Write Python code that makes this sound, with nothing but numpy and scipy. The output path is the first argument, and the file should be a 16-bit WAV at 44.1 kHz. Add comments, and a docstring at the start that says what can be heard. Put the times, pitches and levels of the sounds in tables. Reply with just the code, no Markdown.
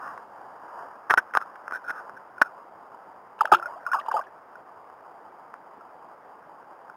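"""Clothing rustles close by, then a camera mount knocks and creaks as an angler bends on a grassy bank.
A tossed fish slaps the calm river: a low thud, a thin spray, and trapped air ringing as bubbles.
Far air and river hiss lie underneath. The one microphone is shut in the camera's plastic housing,
which muffles sound above its resonance; a coarse rate change mirrors the sound into the treble."""
import sys
import numpy as np
from scipy import signal
from scipy.fft import rfft, irfft, next_fast_len
from scipy.io import wavfile
from scipy.ndimage import uniform_filter1d

SR = 44100
rng = np.random.default_rng(int(sys.argv[2]) if len(sys.argv) > 2 else 0)


def pcm_store(signal):
    """Save signal as 16-bit PCM."""
    levels = np.round(np.clip(np.atleast_2d(signal), -1, 1) * 32767)
    wavfile.write(sys.argv[1], SR, levels.astype(np.int16).T)


N = 306936

# distant air and river: frequency_hz, relative_db
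HISS_SPECTRUM = [(20, -49), (100, -20), (260, -13), (600, -5.5), (850, 0), (1200, -5.5), (1550, -12),
                 (2000, -23), (3000, -38.5), (4000, -45.5), (5000, -58), (9000, -53.5), (17000, -47)]
# rumble of the turning camera: time_s, level_db
RUMBLE_LEVELS = [(0.0, -70), (0.106, -61.5), (0.268, -67), (0.588, -73), (0.7, -79)]
# clothing near the microphone: time_s, level_db, centre_hz
RUSTLE_PATH = [(0.0, -39, 1240), (0.07, -36.5, 1150), (0.27, -53.5, 840), (0.43, -46.5, 900),
               (0.57, -49, 945), (0.8, -39.5, 950), (1.02, -52.5, 1080), (1.27, -54.5, 1190),
               (1.46, -46, 1020), (1.62, -52, 1050), (1.74, -42.5, 1450), (1.87, -62, 1420),
               (1.95, -39.5, 1360), (2.05, -47.5, 970), (2.3, -57, 980), (2.6, -48, 910)]
# creaks of the mount: start_s, length_s, level_db, pitch_hz
MOUNT_CREAKS = [(1.096, 0.015, -21.5, 1400), (1.114, 0.026, -25.5, 1330), (1.172, 0.0164, -17.5, 1530),
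                (1.335, .011, -31.5, 1390), (1.354, 0.014, -25.5, 1250), (1.402, 0.031, -36.5, 1336),
                (1.73, 0.02, -32, 1480), (1.745, 0.028, -33.5, 1540), (1.837, 0.048, -41.5, 1430),
                (1.876, 0.024, -32.5, 1470), (1.9, 0.011, -27.5, 1524), (1.95, 0.057, -43, 1490),
                (2.164, 0.012, -43, 1556), (2.379, 0.0045, -35, 1400), (2.414, 0.0081, -12.5, 1507),
                (2.423, 0.0052, -31.5, 1470), (2.443, 0.036, -41.5, 1380)]
# knocks of the mount: start_s, peak_db, contact_ms, main_mode_boost_db
MOUNT_KNOCKS = [(0.078, -32, 0.15, -14), (0.1758, -30.5, 0.1, -8), (1.097, -22, 0.14, 5),
                (1.1009, -6.5, 0.13, -5), (1.1064, -5, 0.059, -4.5), (1.1116, -7.5, 0.25, -5.5),
                (1.138, -2.5, 0.19, -8.5), (1.1444, -15, 0.27, -2), (1.1746, -7.5, 0.035, -4),
                (1.309, -35, 0.15, 7), (1.3365, -23, 0.07, -1), (1.3503, -7.5, 0.18, -8.5),
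                (1.3706, -2.5, 0.16, -8), (1.3736, -8, 0.16, -6.5), (1.382, -28, 0.089, -3),
                (1.4137, -21, 0.14, -4), (1.556, -32, 0.071, -6), (1.679, -19.5, 0.17, -3.5),
                (1.7095, -23, 0.18, -2), (1.722, -17.5, 0.16, -3), (1.8946, -21, 0.21, -9),
                (1.9039, -24.5, 0.12, 2), (2.094, -28, 0.24, -6), (2.4151, -4.5, 0.062, -3),
                (4.8986, -34, 0.29, -12), (5.539, -25.5, 0.21, -4.5)]
# resonances of the housing: centre_hz, width_hz, gain_db
HOUSING_MODES = [(488, 440, -18), (1012, 407, -5), (1450, 414, 4), (3060, 720, -4.5)]
# churned water, outside the housing: time_s, level_db
CHURN_LEVELS = [(3.387, -40), (3.446, -45), (3.572, -38), (3.84, -47), (3.946, -42), (4.05, -42.5),
                (4.19, -33.5), (4.32, -81)]
# spray thrown by each slap: start_s, gain_db
SPRAY_BURSTS = [(3.39, -46), (3.411, -38), (3.452, -37), (3.531, -24), (3.543, -29), (3.58, -47),
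                (3.93, -40.5), (3.995, -40), (4.06, -48), (4.124, -43), (4.165, -50), (4.233, -50.5)]
# the fish meets the surface: start_s, gain_db, t60_s
FISH_THUD = (3.519, -29.5, 0.11)
# slap pockets, bubbles and drips, outside the housing: start_s, gain_db, pitch_hz, t60_s, glide_per_s
AIR_POCKETS = [(3.4067, -6.5, 1388, 0.029, -27), (3.413, -10, 926, 0.024, -9),
               (3.431, -26.5, 950, 0.024, 4), (3.4535, -11, 1540, 0.0068, -3), (3.454, -22, 850, 0.021, 4),
               (3.473, -29, 1244, 0.033, 8), (3.5164, -11, 1447, 0.023, 3), (3.5194, -3.5, 827, 0.03, 0),
               (3.5228, -4, 1318, 0.059, -8.5), (3.5232, -14.5, 394, 0.02, -12.5),
               (3.5353, -13.5, 1550, 0.025, 3), (3.5336, -8.5, 848, 0.034, 4),
               (3.546, -33.5, 359, 0.18, -0.5), (3.5452, -6, 1320, 0.029, 5), (3.567, -30, 1410, 0.033, -1),
               (3.5968, -24.5, 1390, 0.017, 2.5), (3.6247, -21, 1320, 0.047, 4.5),
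               (3.655, -41, 531, 0.19, 9.5), (3.6562, -23.5, 1430, 0.06, 0.5),
               (3.686, -29.5, 980, 0.017, -4), (3.6936, -34, 863, 0.29, 5.5), (3.755, -37, 635, 0.22, 8),
               (3.8636, -17, 1395, 0.028, 3.5), (3.87, -24.5, 1084, 0.052, 4),
               (3.887, -31, 1260, 0.064, 11), (3.915, -18.5, 1375, 0.071, 7.5),
               (3.9316, -16, 1081, 0.11, 1), (3.9314, -16, 1680, 0.016, -7),
               (3.9413, -17.5, 1366, 0.065, -5.5), (3.9444, -14.5, 982, 0.033, -11),
               (3.9538, -28.5, 750, 0.13, 2.5), (3.961, -24.5, 1523, 0.044, -3.5),
               (3.964, -25.5, 1110, 0.074, 11.5), (3.9858, -21.5, 1111, 0.058, 5.5),
               (4.012, -35, 1760, 0.022, 14), (4.061, -25.5, 1024, 0.02, -2),
               (4.0827, -17.5, 915, 0.043, -2.5), (4.112, -20.5, 1513, 0.019, -1),
               (4.113, -19.5, 1243, 0.033, -28), (4.1389, -17, 848, 0.11, 3),
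               (4.1402, -27.5, 530, 0.054, 1.5), (4.1525, -23, 741, 0.059, -7),
               (4.1593, -16.5, 865, 0.03, 2), (4.1646, -20.5, 1272, 0.1, -5.5),
               (4.1761, -23, 846, 0.05, -5.5), (4.1905, -23, 1054, 0.032, 10),
               (4.211, -27, 1450, 0.022, 13), (4.268, -39, 1710, 0.035, 0.0),
               (4.554, -30, 1434, 0.018, 2.5), (5.808, -40, 1290, 0.032, 5.0),
               (6.626, -40, 1370, 0.017, 5.0), (6.897, -33, 1380, 0.014, 7)]


def amp(db):
    """Gain of a level in dB."""
    return 10 ** (np.asarray(db) / 20)


def unit(x):
    """Scaled to rms 1."""
    return x / np.sqrt(np.mean(x ** 2) + 1e-20)


def envelope(rows, fade_s=0.036):
    """Gain per sample from time_s and level_db; fades to -90 dB outside the table."""
    times, db = np.transpose(rows)[:2]
    times = [times[0] - fade_s, *times, times[-1] + fade_s]
    return amp(np.interp(np.arange(N) / SR, times, [-90, *db, -90]))


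def add(track, start_s, sound):
    """Mixes a sound into the track."""
    track[round(start_s * SR):][:len(sound)] += sound


def resonance(f, hz, width_hz):
    """Response of one mode."""
    return 1j * f * width_hz / (hz * hz - f * f + 1j * f * width_hz)


def filtered(x, response):
    """Applies a complex frequency response."""
    size = next_fast_len(len(x) + 8192)
    return irfft(rfft(x, size) * response(np.fft.rfftfreq(size, 1 / SR)), size)[:len(x)]


def patchy_noise(gain, patchy_db=1.5):
    """Noise of rms 1, shaped by gain(hz, t) and flickering in random patches."""
    hz, t, spectra = signal.stft(rng.standard_normal(N), SR, nperseg=512)
    patches = uniform_filter1d(rng.standard_normal(spectra.shape), size=4, axis=0)
    patches = uniform_filter1d(patches, size=6, axis=1)
    spectra = spectra * gain(hz[:, None], t[None]) * amp(patchy_db * unit(patches))
    return unit(signal.istft(spectra, SR, nperseg=512)[1][:N])


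def wall(hz, corner_hz=1755, leak_db=-20):
    """The plastic around the microphone passes little treble: a steep fall, then a faint leak."""
    b, a = signal.butter(8, 2 * np.pi * corner_hz, analog=True)
    return signal.freqs(b, a, 2 * np.pi * hz)[1] + amp(leak_db) / (1 + 1j * hz / 3500) ** 2


def bubble(hz, attack_ms, t60, glide, size=6615):
    """A pocket of air rings once, its pitch gliding; the envelope peaks at 1."""
    t = np.arange(size) / SR
    ring = (1 - np.exp(-2000 * t / attack_ms)) ** 2 * amp(-60 * t / t60)
    phase = 2 * np.pi * hz * (t + glide * np.minimum(t, t60) * t / 2)
    return ring / ring.max(axis=-1, keepdims=True) * np.sin(phase)


def river_hiss(level_db=-48.5):
    """Far air and river noise, steady."""
    f, db = np.transpose(HISS_SPECTRUM)
    return amp(level_db) * patchy_noise(lambda hz, t: amp(np.interp(np.log(hz + 1), np.log(f), db)))


def camera_rumble():
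    """A soft low rumble at the microphone while the camera turns."""
    return envelope(RUMBLE_LEVELS) * patchy_noise(lambda hz, t: np.abs(resonance(hz + 1, 120, 200)))


def clothing_rustle():
    """Cloth rubs near the housing: grainy noise with a hollow ring around a wandering centre."""
    times, _, centre_hz = np.transpose(RUSTLE_PATH)

    def band(hz, t):
        centre = np.interp(t, times, centre_hz)
        broad = amp(-9 * np.abs(np.log2((hz + 20) / centre)) ** 1.5)
        hollow = 1.9 * np.abs(resonance(hz + 1, centre, 150))
        gain = (broad + hollow) * np.abs(wall(hz[:, 0]))[:, None] ** 2
        return gain / np.linalg.norm(gain, axis=0)
    return envelope(RUSTLE_PATH) * patchy_noise(band)


def mount_creaks(size=8192):
    """Stick-slip in the mount keeps a narrow mode singing unevenly, over a broader scrape."""
    track = np.zeros(N + size)
    t, f = np.arange(size) / SR, np.fft.rfftfreq(size, 1 / SR)
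    scrape = amp(-19) * resonance(f, 1150, 870) + amp(-19.5) * resonance(f, 3400, 1200)
    for start_s, length_s, db, hz in MOUNT_CREAKS:
        gate = np.clip(np.minimum(t, length_s - t) / 0.00082, 0, 1)
        friction = gate * rng.standard_normal(size)
        creak = irfft(rfft(friction) * wall(f) * (resonance(f, hz, 218) ** 2 + scrape), size)
        rms = np.sqrt(np.sum(creak ** 2) / (length_s * SR))
        add(track, start_s, amp(db) * creak / rms)
    return track[:N]


def mount_knocks(size=8192):
    """Right at the microphone, each blow and its dying scrape ring the housing."""
    track = np.zeros(N + size)
    t, f = np.arange(size) / SR, np.fft.rfftfreq(size, 1 / SR)
    low, broad, main, high = [(-1) ** k * amp(db) * resonance(f, hz, width_hz)
                              for k, (hz, width_hz, db) in enumerate(HOUSING_MODES)]
    for start_s, peak_db, contact_ms, boost_db in MOUNT_KNOCKS:
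        scrape_t60_s = 0.016 * (0.097 / contact_ms) ** 1.25  # briefer contacts skid longer
        force = 0.33 * rng.standard_normal(size) * amp(-60 * t / scrape_t60_s)
        force[0] += rng.choice([-1, 1])  # the blow
        contact_phase = 2 * np.pi * f * contact_ms / 2000
        softness = np.exp(-0.5 * contact_phase ** 2 - 2j * contact_phase)  # long contacts are duller
        modes = low + broad + amp(boost_db) * main + high
        knock = irfft(rfft(force) * softness * wall(f) * modes, size)
        add(track, start_s, amp(peak_db) * knock / np.abs(knock).max())
    return track[:N]


def churn(count=1500, ring_cycles=22):
    """Stirred water frees a swarm of small bubbles, each rising in pitch."""
    swarm = np.zeros(N + SR)
    first_s, last_s = CHURN_LEVELS[0][0], CHURN_LEVELS[-1][0]
    starts = rng.uniform(first_s - 0.05, last_s, count)
    hz = np.clip(1000 * amp(3.1 * rng.standard_normal((count, 1))), 550, 3600)
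    gains = amp(rng.exponential(3.1, count))
    rings = bubble(hz, attack_ms=2.0, t60=ring_cycles / hz, glide=9.3, size=2048)
    for start_s, gain, ring in zip(starts, gains, rings):
        add(swarm, start_s, gain * ring)
    rms = np.std(swarm[round(first_s * SR):round(last_s * SR)])
    return envelope(CHURN_LEVELS) * swarm[:N] / rms


def spray(t60_s=0.055, rise_s=0.0037):
    """Each slap throws droplets whose tiny impacts fizz near 3 kHz."""
    bursts = np.zeros(N + SR)
    t = np.arange(SR // 4) / SR
    for start_s, db in SPRAY_BURSTS:
        add(bursts, start_s, amp(db - 60 * t / t60_s) * (1 - np.exp(-t / rise_s)))
    droplets = rng.standard_normal(N + SR) * (rng.uniform(size=N + SR) < 0.03)
    fizz = unit(filtered(droplets, lambda f: resonance(f, 2820, 860) ** 2))
    return (bursts * fizz)[:N]


def fish_thud(rise_s=0.0021):
    """The body of the fish pushes the water aside: a low puff without a ring."""
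    start_s, db, t60_s = FISH_THUD
    t = np.maximum(np.arange(N) / SR - start_s, 0)
    puff = amp(db - 60 * t / t60_s) * (1 - np.exp(-t / rise_s))
    return puff * unit(filtered(rng.standard_normal(N), lambda f: resonance(f, 190, 220)))


def air_pockets():
    """Large pockets of air and drips ring one by one; the moving surface shakes each ring."""
    track = np.zeros(N + SR)
    for start_s, db, hz, t60_s, glide in AIR_POCKETS:
        attack_cycles = 1.6 * (1 + 0.057 * abs(glide))  # fast gliders swell more slowly
        ring = bubble(hz, 1000 * attack_cycles / hz, t60_s, glide)
        add(track, start_s, amp(db) * rng.choice([-1, 1]) * ring)
    shiver = filtered(rng.standard_normal(N + SR), lambda f: 1 / (1 + (f / 250) ** 2))
    return (track * (1 + 0.17 * unit(shiver)))[:N]


def fish_splash(low_cut_hz=200):
    """The fish lands, heard from the bank: bubbles muffled by the housing, plus spray and thud."""
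    pockets, droplets, swarm = air_pockets(), spray(), churn()
    bubbles = filtered(pockets + swarm, lambda f: wall(f) * (1j * f / (low_cut_hz + 1j * f)) ** 2)
    return bubbles + droplets + fish_thud()


def scene():
    """Mount, river and angler at one microphone on the bank."""
    foreground = mount_knocks() + mount_creaks() + fish_splash()
    background = clothing_rustle() + camera_rumble() + river_hiss()
    return (foreground + background)[None]


def record(dry, ceiling=0.75, low_cut_hz=45, fast_rate_hz=48000, top_hz=15900):
    """The camera clips softly, rolls off the bass, changes rate coarsely and cuts the top."""
    clipped = dry[0] / (1 + np.abs(dry[0] / ceiling) ** 4.5) ** (1 / 4.5)
    thinned = filtered(clipped, lambda f: (1j * f / (low_cut_hz + 1j * f)) ** 2)
    # repeating samples to reach the faster rate leaves mirror images every 3.9 kHz
    held = thinned[np.arange(N * fast_rate_hz // SR) * SR // fast_rate_hz]
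    mirrored = signal.resample_poly(held, SR, fast_rate_hz)[:N]
    return filtered(np.pad(mirrored, (0, N - len(mirrored))), lambda f: f < top_hz)[None]


dry = scene()
out = record(dry)
pcm_store(out)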